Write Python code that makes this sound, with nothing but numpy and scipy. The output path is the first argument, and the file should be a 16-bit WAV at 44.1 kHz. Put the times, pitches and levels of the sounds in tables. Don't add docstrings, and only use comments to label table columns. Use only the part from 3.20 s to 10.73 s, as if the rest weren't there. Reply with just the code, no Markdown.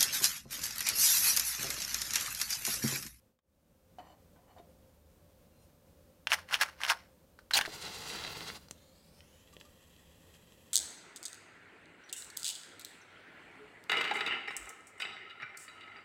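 import sys
import numpy as np
from scipy import signal
from scipy.io import wavfile
from scipy.ndimage import uniform_filter1d, map_coordinates

SR = 44100
rng = np.random.default_rng(int(sys.argv[2]) if len(sys.argv) > 2 else 0)


def elevation(decibels):
    levels = np.asarray(decibels, float)
    return 10 ** (levels / 20)


def dump(signal):
    limited = np.clip(np.atleast_2d(signal).T, -1, 1)
    pcm = np.round(limited * 32767).astype(np.int16)
    wavfile.write(sys.argv[1], SR, pcm)


N = 332098
T = np.arange(N) / SR


def noise():
    return rng.standard_normal(N)


def evened(x):
    return x / np.sqrt(np.mean(x ** 2) + 1e-20)


def between(start, end, part):
    return start + (end - start) * part


def curve(table, t):
    return np.interp(t, *np.transpose(table))


def read(points, hz):
    f, value = np.transpose(points)
    return np.interp(np.log(hz + 1), np.log(f + 1), value)


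def controls(table):
    before = (table[0][0] - 1e-3, -140, *table[0][2:])
    after = (table[-1][0] + 1e-4, -140, *table[-1][2:])
    s, *columns = np.transpose([before, *table, after])
    return [np.interp(T, s, column) for column in columns]


def swells(rows):
    level_db = np.full(N, -140.)
    for s, hold, db, attack, release in rows:
        rising = (s - T) / abs(attack)
        falling = (T - s - abs(hold)) / abs(release)
        edge = np.maximum(np.maximum(rising, falling), 0)
        level_db = np.maximum(level_db, db - 20 * edge)
    return level_db


def colour(x, points, peaks=()):
    hz = abs(np.fft.fftfreq(8192, 1 / SR))
    gain = elevation(read(points, hz))
    for centre_hz, width, db in peaks:
        gain = gain * (1 + (elevation(db) - 1) / (1 + (2 * (hz - centre_hz) / width) ** 2))
    log_gain = np.log(gain + 1e-5)
    minimum_phase = np.exp(log_gain - 1j * signal.hilbert(log_gain).imag)
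    taps = np.fft.ifft(minimum_phase).real[:4096]
    return signal.oaconvolve(x, taps / np.linalg.norm(taps))[:len(x)]


def resonate(x, hz, width):
    turn = np.exp(2j * np.pi * np.cumsum(hz * np.ones(len(x))) / SR)
    r = np.exp(-np.pi * width / SR)
    return 2 * (turn * signal.lfilter([1 - r], [1, -r], x / turn + 1e-18)).real


def high_pass(x, hz, order):
    return signal.sosfilt(signal.butter(order, hz, "high", fs=SR, output="sos"), x)


def band_pass(x, low_hz, high_hz):
    return signal.sosfilt(signal.butter(2, (low_hz, high_hz), "band", fs=SR, output="sos"), x)


def brighten(x, treble_db, hz):
    top = signal.sosfiltfilt(signal.butter(2, hz, "high", fs=SR, output="sos"), x)
    return x + (elevation(treble_db) - 1) * top


def delayed(x, ms, order=3):
    return map_coordinates(x, [np.arange(len(x)) - ms / 1000 * SR], order=order)


def grit(per_s, spread_db):
    size_db = spread_db * np.minimum(rng.exponential(1, N), 4)
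    clicks = elevation(size_db) * rng.choice([-1., 1.], N)
    return evened(clicks * (rng.random(N) < per_s / SR))


def flutter(ms):
    size = max(int(ms * SR / 1000), 2)
    return evened(uniform_filter1d(uniform_filter1d(noise(), size), size))


def add_knock(mix, s, db, hz, burst_db, t60, cycles=1000):
    t = np.arange(4000) / SR
    decay_db = -60 * t * max(1 / t60, hz / cycles)
    onset = 1 - np.exp(-t * hz * 4.8)
    ring = np.sin(2 * np.pi * hz * t) * elevation(decay_db) * onset
    burst = elevation(burst_db - 15.0 - 60 * t / t60) * rng.standard_normal(4000)
    part = mix[:, round(s * SR):][:, :4000]
    part += (elevation(db) * np.array([ring / abs(ring).max(), burst]))[:, :part.shape[1]]


# time in seconds, gain from 0 to 1.
ROOM_FADE = [(0, 0.6), (.15, 0.2), (.212, 0), (.222, 0.05), (.3, 0.19), (.55, 0.65), (.9, 1.)]
# frequency in Hz, level in dB per Hz.
ROOM_AIR = [(12, -48.5), (20, -10), (86, -0.5), (138, -6), (168, -2), (399, -10.5), (527, -8), (624, -13.5),
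            (1030, -18), (1960, -25), (2320, -25), (4540, -27), (12500, -28.5), (14300, -28.5),
            (16000, -30.5)]
# frequency in Hz, width in Hz, lift in dB.
APPLIANCE_HUMS = [(74.2, 26, 7), (164.8, 4.6, 9), (237, 8.7, 3.5), (523.6, 24, 8.5), (582.2, 5.76, 13)]


def room_tone():
    air = evened(colour(noise(), ROOM_AIR, APPLIANCE_HUMS))
    air = elevation(-63 + 0.8 * flutter(60.)) * air
    whine_hz = 13906 + 1.5 * flutter(60.)
    whine = elevation(-82) * np.sin(2 * np.pi * np.cumsum(whine_hz) / SR)
    return (air + whine) * curve(ROOM_FADE, T)


# frequency in Hz, width in Hz, level in dB.
DOOR_MODES = [(293, 30, -4.5), (680, 140, -2.5), (991, 23, -2.5), (1740, 160, -10), (2320, 42, -16),
              (2990, 81, -13.5), (3700, 76, -24), (4300, 76, -19), (4700, 90, -23), (5920, 130, -24),
              (7300, 160, -24.5)]
# frequency in Hz, width in Hz, level in dB.
PIN_MODES = [(2750, 55, -7), (4140, 44, -3), (5260, 55, -9), (5750, 37, -3), (6770, 66, -4), (8810, 50, -2),
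             (9400, 90, -4)]
# time in seconds, peak in dB, pitch in Hz, burst in dB,
# time to fall 60 dB in seconds.
LATCH_TAPS = [
    (0.189, -79.5, 2420, 25.5, 0.021),
    (.785, -39.5, 730, -3, 0.055),
    (0.788, -68, 288, -20, 0.053),
    (.788, -54.5, 3010, -20, 0.038),
    (1.161, -64, 1510, 8, 0.063),
    (1.364, -50, 740, -9, 0.036),
    (1.383, -61.5, 3700, 13, 0.088),
    (1.395, -51, 693, -20, 0.18),
    (1.4, -49, 383, -20, 0.026),
]
# start in seconds, hold in seconds, level in dB, release in seconds.
HINGE_RUBS = [(0.794, 0.00043, -47.5, 0.043), (0.802, 0.04, -59.5, .035), (0.843, 0.1, -60.5, 0.016),
              (.94, 0.064, -71, .05), (1.156, 0, -67.5, 0.51), (1.28, 0.055, -65.5, .05),
              (1.302, 0.018, -61.5, 0.058), (1.367, 0.032, -59, 0.028), (1.42, 0.003, -73, 0.14)]
# start in seconds, hold in seconds, level in dB, attack and release in seconds.
DOOR_SWING = [
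    (2.325, 0.092, -82, 0.053, .04),
    (2.425, 0.024, -76, 0.033, .02),
]
# start in seconds, hold in seconds, level in dB, attack and release in seconds.
BOLT_SLIDES = [(.858, 0.076, -74.5, .025, .012), (1.29, 0.033, -82, .02, .015)]


def door():
    slips = grit(3000., 2.5)[:3 * SR]
    length = len(slips)
    rasp = colour(slips, [(200, -4), (800, 9.0), (2000, -7.0), (5000, -34.0), (10000, -44)])
    iron, pin, bolt = np.zeros((3, length))
    for hz, width, db in DOOR_MODES:
        iron += elevation(db) * evened(resonate(resonate(slips, hz, width), hz, 3 * width))
        if hz > 2600:
            bolt += elevation(db) * evened(resonate(slips, hz, 2 * width))
    for hz, width, db in PIN_MODES:
        awake = (T[:length] > 2.4) | (hz < 4500)
        pin += elevation(db) * evened(resonate(slips, hz, width)) * awake
    rub_db = swells([(s, hold, db, 0.0041, release) for s, hold, db, release in HINGE_RUBS])
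    moving = elevation(rub_db[:length] - 5.5) * (iron + rasp)
    moving = moving + elevation(swells(DOOR_SWING)[:length]) * evened(pin)
    moving = moving + elevation(swells(BOLT_SLIDES)[:length]) * evened(bolt)
    taps = np.zeros((2, N))
    for row in LATCH_TAPS:
        add_knock(taps, *row)
    thuds = colour(taps[1], [(300, -1), (1000, 7), (4000, -2), (12000, -17)])
    return taps[0] + thuds + np.pad(moving, (0, N - length))


# frequency in Hz, width in Hz, level in dB.
TRAY_MODES = [(1080, 51, -11), (1550, 150, 5.5), (2090, 320, -8), (2850, 300, 1.5), (4290, 240, -3),
              (5400, 140, -14.5), (9680, 500, -20)]
# frequency in Hz, level in dB per Hz.
BOX_TONE = [(150, -65), (400, -25), (700, -7), (1700, -4.5), (2850, -9.5), (3980, -12), (5440, -10.5),
            (7320, -19.5), (11200, -20), (15600, -29.5)]


def cardboard(x, lift_db):
    peaks = [(hz, width, lift_db + 0.12 * db) for hz, width, db in TRAY_MODES]
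    return colour(x, BOX_TONE, peaks)


# time in seconds, peak in dB, pitch in Hz.
STICK_KNOCKS = [(3.0712, -13.5, 2750), (3.0738, -20, 3100), (3.1188, -8, 2670), (3.1261, -15, 1680),
                (3.1336, -10, 2910), (3.1385, -21.5, 1780), (3.145, -26, 1560), (3.3316, -22, 1460),
                (3.3353, -17.5, 1620), (3.3388, -21.5, 1860), (3.3425, -6.5, 2990), (3.347, -25, 1610),
                (3.3511, -16.5, 2990), (3.3552, -20.5, 1590), (3.412, -15, 1640), (3.4174, -15.5, 1670),
                (3.4193, -21, 1070), (3.4229, -15, 2450), (3.4337, -16.5, 1530), (3.6154, -25, 1980),
                (3.6353, -13, 2900), (3.6433, -32, 1270), (3.65, -17, 3030), (3.6643, -21.5, 1640),
                (3.684, -21.5, 5280), (3.6878, -26.5, 5020), (3.692, -29.5, 1340), (3.6952, -17, 2740),
                (3.6995, -8, 2820), (3.7029, -16.5, 1550), (3.705, -12.5, 1640), (3.709, -24.5, 1350),
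                (3.7104, -25, 1370), (3.7179, -16.5, 1550), (3.719, -19.5, 1160), (3.7234, -23, 1550),
                (3.734, -29, 1560),
                (3.0758, -31, 2170), (3.079, -40, 1810), (3.0888, -41, 3620), (3.0969, -44, 4950),
               (3.0991, -43, 2000), (3.1049, -39, 5210), (3.1517, -36, 1510), (3.163, -37, 1420),
               (3.1705, -39, 860), (3.1798, -38.5, 1100), (3.183, -40.5, 1460), (3.1866, -36, 1120),
               (3.1902, -33, 1490), (3.1943, -43, 1360), (3.2874, -43.5, 1720), (3.289, -36, 2130),
               (3.2977, -43, 2090), (3.3033, -38.5, 1100), (3.31, -31, 1510), (3.3123, -34, 1270),
               (3.3164, -34, 2860), (3.3206, -35, 1210), (3.3265, -25, 1510), (3.3627, -34, 2950),
               (3.3674, -32.5, 2730), (3.3714, -42, 2610), (3.3789, -46.5, 2170), (3.3902, -38, 1340),
               (3.394, -49.5, 1120), (3.4007, -35.5, 1570), (3.4031, -31.5, 1810), (3.405, -34, 1790),
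               (3.4089, -30.5, 1570), (3.4396, -28.5, 2200), (3.4431, -31, 2860), (3.4471, -42.5, 1740),
               (3.4495, -43.5, 1570), (3.4528, -41, 1490), (3.458, -34, 1530), (3.4624, -32.5, 1550),
               (3.47, -39, 1650), (3.4725, -44.5, 1460), (3.4817, -38, 1575), (3.4875, -32.5, 1360),
               (3.4912, -43.5, 1340), (3.4925, -37.5, 1610), (3.6047, -35.5, 1205), (3.608, -40.5, 1250),
               (3.6251, -37.5, 2000), (3.6266, -39.5, 880), (3.6533, -28.5, 1570), (3.6565, -40, 1460),
               (3.6619, -37.5, 3060), (3.673, -36.5, 1360), (3.677, -28.5, 1250), (3.6798, -26, 5080),
               (3.728, -31.5, 1030), (3.7409, -39.5, 1510), (3.7427, -43, 1460), (3.7478, -47, 1590)]
# start in seconds, hold in seconds, level in dB,
# attack in seconds, release in seconds.
HEAP_SLIDES = [(3.0722, .001, -32.5, 0.0007, 0.005), (3.105, 0.0073, -33, 0.017, .02),
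               (3.128, 0.014, -23, 0.025, 0.013), (3.19, 0, -42.5, 0.051, .075),
               (3.288, 0.011, -43.5, 0.00073, 0.066), (3.342, 0, -26, 0.042, 0.042),
               (3.4123, 0.016, -20.5, 0.001, 0.013), (3.411, 0, -30, .03, .01),
               (3.482, 0.013, -47, 0.076, .1), (3.587, .004, -55, .01, .03),
               (3.618, 0.0055, -38.5, .05, 0.027), (3.638, 0.0071, -31, 0.0098, 0.044),
               (3.701, 0.0085, -22, 0.025, 0.02), (3.75, 0.036, -50.5, 0.055, 0.12)]


def rattle():
    level_db = swells(HEAP_SLIDES)
    tumble = cardboard(grit(5000., 2.5) * elevation(2. * flutter(2.5)), 5.)
    packed = T > 3.672
    tumble = tumble + packed * resonate(tumble, 5450., 300.)
    knocks = np.zeros((2, N))
    for s, db, hz in STICK_KNOCKS:
        end_wall = 2400 < hz < 3600
        rustle_db, turns = (1.5, 9.5) if end_wall else (8.5, 9.)
        add_knock(knocks, s, db - 2.5, hz, rustle_db, .014, cycles=turns)
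        stick_hz = between(5080, 6700, rng.random() ** 2)
        add_knock(knocks, s, db - 13.5, stick_hz, 0., .006, cycles=15.)
    click = band_pass(knocks[0], 650., 8000.)
    slide_db = level_db - 6.5 - 0.17 * np.maximum(level_db + 31, 0)
    sliding = elevation(slide_db) * brighten(evened(tumble), 2.0 + 0.25 * (level_db + 32.0), 4730.0)
    return sliding + click + cardboard(knocks[1], 6.8)


# time in seconds, peak in dB, pitch in Hz,
# burst in dB, time to fall 60 dB in seconds.
BOX_TOUCHES = [(4.1895, -41, 1490, 4, 0.031), (4.3088, -40, 3600, 12, 0.018),
               (4.3097, -28.5, 3080, 9.5, 0.046), (4.3881, -26, 1900, 16, 0.018),
               (4.39, -26, 834, 0.5, 0.18), (4.411, -22, 1740, 11, 0.028), (4.413, -22, 3560, 9, 0.0044),
               (4.3888, -17.5, 4700, 7.5, 0.011), (4.3104, -30, 1630, 4, .02), (4.397, -30, 1620, -8, .02),
               (4.4032, -32, 1700, -8, .02), (4.4204, -29, 1640, 4, 0.016), (4.43, -38, 1600, -7, .02),
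               (4.44, -38, 1610, -20, 0.017), (4.4518, -25.5, 1880, 4.5, 0.021),
               (4.4573, -31, 1750, -3, .02), (4.459, -27.5, 4130, 5, 0.029), (4.463, -32, 4100, -9, .03),
               (4.466, -39, 1750, 15, 0.018), (4.478, -32, 520, -28, 0.0058),
               (4.481, -34.5, 620, -28, 0.0076)]
# time in seconds, level in dB, chatter pitch in Hz.
HEAD_STROKE = [(4.3335, -44, 4200), (4.3358, -23.5, 4150), (4.343, -25, 4050), (4.352, -24, 4400),
               (4.3615, -25.5, 4500), (4.3622, -28, 2600), (4.374, -22.5, 3600), (4.3755, -23, 2700),
               (4.385, -29, 2600), (4.389, -38, 3000)]
# frequency in Hz, level in dB per Hz.
STRIP_TONE = [(120, -86), (200, -54), (617, -13.5), (860, -1.5), (1270, -15.5), (1500, 6), (1900, -1),
              (4530, 2), (5300, -1), (9000, -11.5), (15000, -16), (16500, -10)]
# start in seconds, hold in seconds, level in dB,
# attack in seconds, release in seconds.
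STICK_BRUSHES = [
    (4.208, 0, -72, 0.046, .01),
    (4.31, 0, -56, .001, .012),
    (4.33, 0.0048, -49, 0.0081, .01),
    (4.412, 0, -38.5, 0.0071, .032),
]
# start in seconds, end in seconds, from Hz, to Hz, gain.
STICK_SQUEALS = [
    (4.336, 4.35, 7000, 6900, .4),
    (4.362, 4.385, 7600, 10200, .3),
    (4.364, 4.381, 5600, 7100, .5),
    (4.374, 4.388, 13000, 15000, .25),
]


def strike():
    level_db, chatter_hz = controls(HEAD_STROKE)
    level_db = np.maximum(level_db, swells(STICK_BRUSHES))
    grains = grit(16000., 1.5) * elevation(flutter(1.2))
    scrape = evened(colour(grains, STRIP_TONE))
    chatter = resonate(resonate(grains, chatter_hz, 420.), chatter_hz, 900.)
    box_hum = (T > 4.352) * evened(resonate(grains, 845.0, 170.0))
    scrape = scrape + 1.15 * evened(chatter) + 0.6 * box_hum
    for start, end, from_hz, to_hz, gain in STICK_SQUEALS:
        sounding = np.sin(np.pi * np.clip((T - start) / (end - start), 0, 1)) ** .5
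        squeal_hz = np.interp(T, (start, end), (from_hz, to_hz))
        scrape = scrape + gain * sounding * evened(resonate(grains, squeal_hz, 450.))
    knocks = np.zeros((2, N))
    for row in BOX_TOUCHES:
        add_knock(knocks, *row, cycles=16)
    return elevation(level_db) * evened(scrape) + knocks[0] + cardboard(knocks[1], 5.0)


# time in seconds, hiss level in dB.
FLAME_SIZE = [(4.4, -57), (4.47, -50.5), (4.5, -49.5), (4.6, -49), (4.69, -46.5), (4.86, -44),
              (4.94, -41.5), (5.21, -44.5), (5.372, -50), (5.386, -68), (5.43, -61.5), (5.47, -71),
              (5.7, -78.5), (6.0, -76.5), (7.53, -76)]


def flame_roar(size_db):
    roar = evened(colour(noise(), [(25, -12.0), (70, 3.0), (200, 3.5), (500, -13.5), (900, -16.0)]))
    roar_db = -59.5 + 0.6 * (size_db + 51.5) + 2. * flutter(22.0)
    return roar * elevation(roar_db) * (T > FLAME_SIZE[0][0])


# frequency in Hz, level in dB per Hz.
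HISS_TONE = [(100, -18.5), (340, -6), (470, 1.5), (580, -8), (820, -3), (2100, -6), (2460, -5), (4400, -6),
             (5600, -7.5), (8000, -10), (11500, -16.5), (13500, -26), (15800, -43)]
# time in seconds, length in seconds, lift in dB, treble lift in dB.
GAS_JETS = [(4.452, 0.06, -1.5, 5), (4.548, 0.031, 3, 13), (4.619, 0.017, 3.5, 14.5), (4.651, 0.023, 7, 1),
            (4.738, 0.026, 0.5, 10.5), (4.817, 0.06, 0, 9.5), (4.892, 0.021, -0.5, 14),
            (4.936, 0.029, 0.5, 8), (5.105, 0.074, 0.5, -7), (5.18, 0.011, -1.5, 15), (5.282, 0.015, 5, 6),
            (5.37, 0.028, 3.5, 5), (7.152, 0.039, 3.5, 3.5)]


def gas_hiss(size_db):
    lift_db, bright_db = np.zeros((2, N))
    for s, length, lift, treble_lift in GAS_JETS:
        gust = np.exp(-((T - s) / length) ** 2)
        lift_db += lift * gust
        bright_db += treble_lift * gust
    treble_db = -21.5 - 0.3 * (size_db + 51.5) + bright_db + 0.77 * flutter(11.0)
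    jets = noise() + .6 * grit(2200., 2.9)
    gusts = elevation(0.94 * flutter(3.5) + 1.15 * flutter(16.0))
    hiss = evened(colour(jets * gusts, HISS_TONE))
    return elevation(size_db + lift_db - 1.5) * brighten(hiss, .8 * (treble_db + 11), 6000.)


# time in seconds, peak in dB, pitch in Hz.
GRAIN_SPITS = [(4.523, -38, 4240), (4.54, -35, 4500), (4.6221, -31, 3040), (4.6258, -29, 3980),
               (4.654, -30, 6400), (4.886, -32, 4000), (4.8952, -28, 4840), (4.9007, -27, 2500),
               (4.9038, -28, 4300), (4.911, -40, 4610), (4.936, -32, 4010), (4.9512, -30, 1360),
               (4.9733, -30, 2900), (4.9893, -28, 3200), (5.0114, -30, 4970), (5.039, -24, 3600),
               (5.0493, -23, 2200), (5.0665, -33, 3000), (5.0772, -26, 2600), (5.2076, -25, 2880),
               (5.215, -33, 1310), (5.2185, -37, 2500), (5.2876, -33, 4000), (5.3012, -26, 1800),
               (5.5107, -23, 7000)]
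# time in seconds, peak in dB, pitch in Hz, burst in dB.
STICK_POPS = [(5.4185, -57, 4200, -7), (5.485, -50, 1360, 12), (5.5105, -43, 2470, 17.5),
              (6.006, -49.5, 2980, -5), (6.275, -57, 3000, -7), (6.339, -56, 7700, -2),
              (6.367, -46.5, 2850, -7), (6.367, -51.5, 556, -11), (6.4118, -46, 2960, -9),
              (6.414, -52.5, 1530, -8), (6.764, -60, 3120, 10), (6.821, -69, 8900, 0),
              (7.322, -57, 3330, 7)]
# time in seconds, peak in dB, pitch in Hz.
STEAM_PUFFS = [(6.328, -65, 2800), (6.4, -60, 4800), (6.45, -64.5, 5050), (7.141, -66.5, 2870)]
# time in seconds, peak in dB, pitch in Hz.
THUMP_AND_PINGS = [
    (5.511, -53.5, 84),
    (6.333, -65.5, 1167),
    (6.451, -68, 1200),
]


def crackle():
    cracks = np.zeros((2, N))
    for s, db, hz in GRAIN_SPITS:
        add_knock(cracks, s, db - 1.5, hz, -22, .012, cycles=3.8)
    for row in STICK_POPS:
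        add_knock(cracks, *row, 0.012, cycles=3.8)
    for row in STEAM_PUFFS:
        add_knock(cracks, *row, 11.5, 0.12, cycles=12)
    for row in THUMP_AND_PINGS:
        add_knock(cracks, *row, -20, 0.11, cycles=200)
    return cracks[0] + colour(cracks[1], [(300, 7), (900, 1.0), (1500, -13.5), (5000, 3.5), (15000, -23.5)])


# time in seconds, share of the way from 0 to 1.
CARRY_WAY = [
    (5.5, 0),
    (5.65, .06),
    (5.9, .27),
    (6.02, .45),
    (6.14, .8),
    (6.28, 1),
]
# path in ms while held, path in ms when lowered, gain while held, gain when lowered.
SURFACE_ECHOES = [
    (0.241, 0.29, 0.024, 0.0078),
    (0.658, 0.342, 0.077, 0.6),
    (1.028, 0.64, 0.14, 0.19),
    (1.45, 1.36, .36, 0.12),
    (2.801, 1.31, 0.22, 0.11),
]
# frequency in Hz, width in Hz, gain.
STOVE_HOLLOW = [(4110, 200, 1.3), (4730, 200, .85)]
# time in seconds, path in ms.
FINGER_PATH = [(4.5, 1.0), (4.8, 1.18), (5.0, 1.2), (5.2, 1.12), (5.4, 1.02)]
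# frequency in Hz when open, frequency in Hz when closed.
GAP_BANDS = [
    (3900, 7600),
    (6200, 11100),
]
# time in seconds, frequency in Hz.
HAND_CANCEL = [(4.5, 10000), (4.93, 9800), (5.04, 12000), (5.4, 13000)]


def near_surfaces(direct, t):
    way = np.clip(curve(CARRY_WAY, t), 0, 1)
    turned = np.clip((t - 5.5) / .15, 0, 1)
    lean = 1 + .07 * np.exp(-((t - 5.0) / .35) ** 2)

    treble = brighten(high_pass(direct, 1200., 1), 4 * (1 - turned), 9000.)
    plate_ms = between(.5, .265, np.sqrt(way))
    echoes = .35 * turned * delayed(brighten(treble, 18.0, 3700.0) / 4, plate_ms)
    for hz, width, gain in STOVE_HOLLOW:
        echoes = echoes + (1 - turned) * gain * resonate(direct, hz / lean ** .3, width)
    for held_ms, lowered_ms, held, lowered in SURFACE_ECHOES:
        waver_ms = .022 * (1 - way) * flutter(200.)[-len(t):]
        ms = lean * held_ms + (lowered_ms - held_ms) * np.sqrt(way) + waver_ms
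        echoes = echoes + between(held, lowered, turned) * delayed(treble, ms)
    fingers = delayed(high_pass(direct, 9500., 4), curve(FINGER_PATH, t))
    echoes = echoes + .75 * (1 - turned) * fingers

    low_hz = between(*GAP_BANDS[0], way)
    high_hz = between(*GAP_BANDS[1], 1 - (1 - way) ** 2.1)
    span_hz = high_hz - low_hz
    low_band = (1.8 - .8 * way) * resonate(direct, low_hz, 750)
    high_band = (.7 + 1.1 * np.sqrt(way)) * resonate(direct, high_hz, 1000)
    middle = resonate(direct, low_hz + .62 * span_hz, 350.)
    ridge = resonate(direct, between(8300, 13000, np.sqrt(way)), 700.)
    gap = 3.565 * turned * (low_band + high_band) + 2.5 * turned * (1 - way) * (middle + ridge)

    close = np.clip((way - .4) / 0.048, 0, 1)
    ring = close * (3.5 * resonate(direct, 2980.0, 460.0) + 3.3 * resonate(direct, 1940.0, 220.0))
    heard = direct + echoes + gap + ring
    heard = heard - .45 * turned * delayed(heard, between(2.1, 1.36, way), order=1)
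    dip_hz = np.where(turned > 0, low_hz + (.37 + .18 * way) * span_hz, curve(HAND_CANCEL, t))
    return heard - .8 * (.7 + .3 * turned) * resonate(heard, dip_hz, 900)


def flame():
    size_db = controls(FLAME_SIZE)[0]
    direct = gas_hiss(size_db) + crackle()
    lit = 7 * N // 12
    heard = near_surfaces(direct[lit:], T[lit:])
    return np.pad(heard, (lit, 0)) + flame_roar(size_db)


# frequency in Hz, time to fall 60 dB in seconds.
ROOM_DECAY = [(200, 0.75), (1000, 0.15), (4000, 0.12), (12000, 0.14)]


def reverb(x):
    taps = np.zeros(SR // 2)
    at = np.arange(150, SR // 2 - 20, 20)
    taps[at + rng.integers(0, 20, len(at))] = rng.choice([-1., 1.], len(at))
    hz, t, z = signal.stft(taps, SR, nperseg=256)
    dying = elevation(-60 * t / read(ROOM_DECAY, hz)[:, None])
    tail = signal.istft(z * dying, SR, nperseg=256)[1]
    return signal.oaconvolve(x, tail / np.linalg.norm(tail))[:N]


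def scene():
    near = door() + rattle() + strike() + flame()
    return (near + elevation(-14.0) * reverb(near) + room_tone())[None]


def roll_off(x):
    return signal.sosfilt(signal.butter(12, 16630, fs=SR, output="sos"), x)


def record(dry):
    limited = signal.oaconvolve(dry, signal.firwin(255, 15950, fs=SR)[None], "same")
    return roll_off(limited)


dry = scene()
out = record(dry)
dump(out)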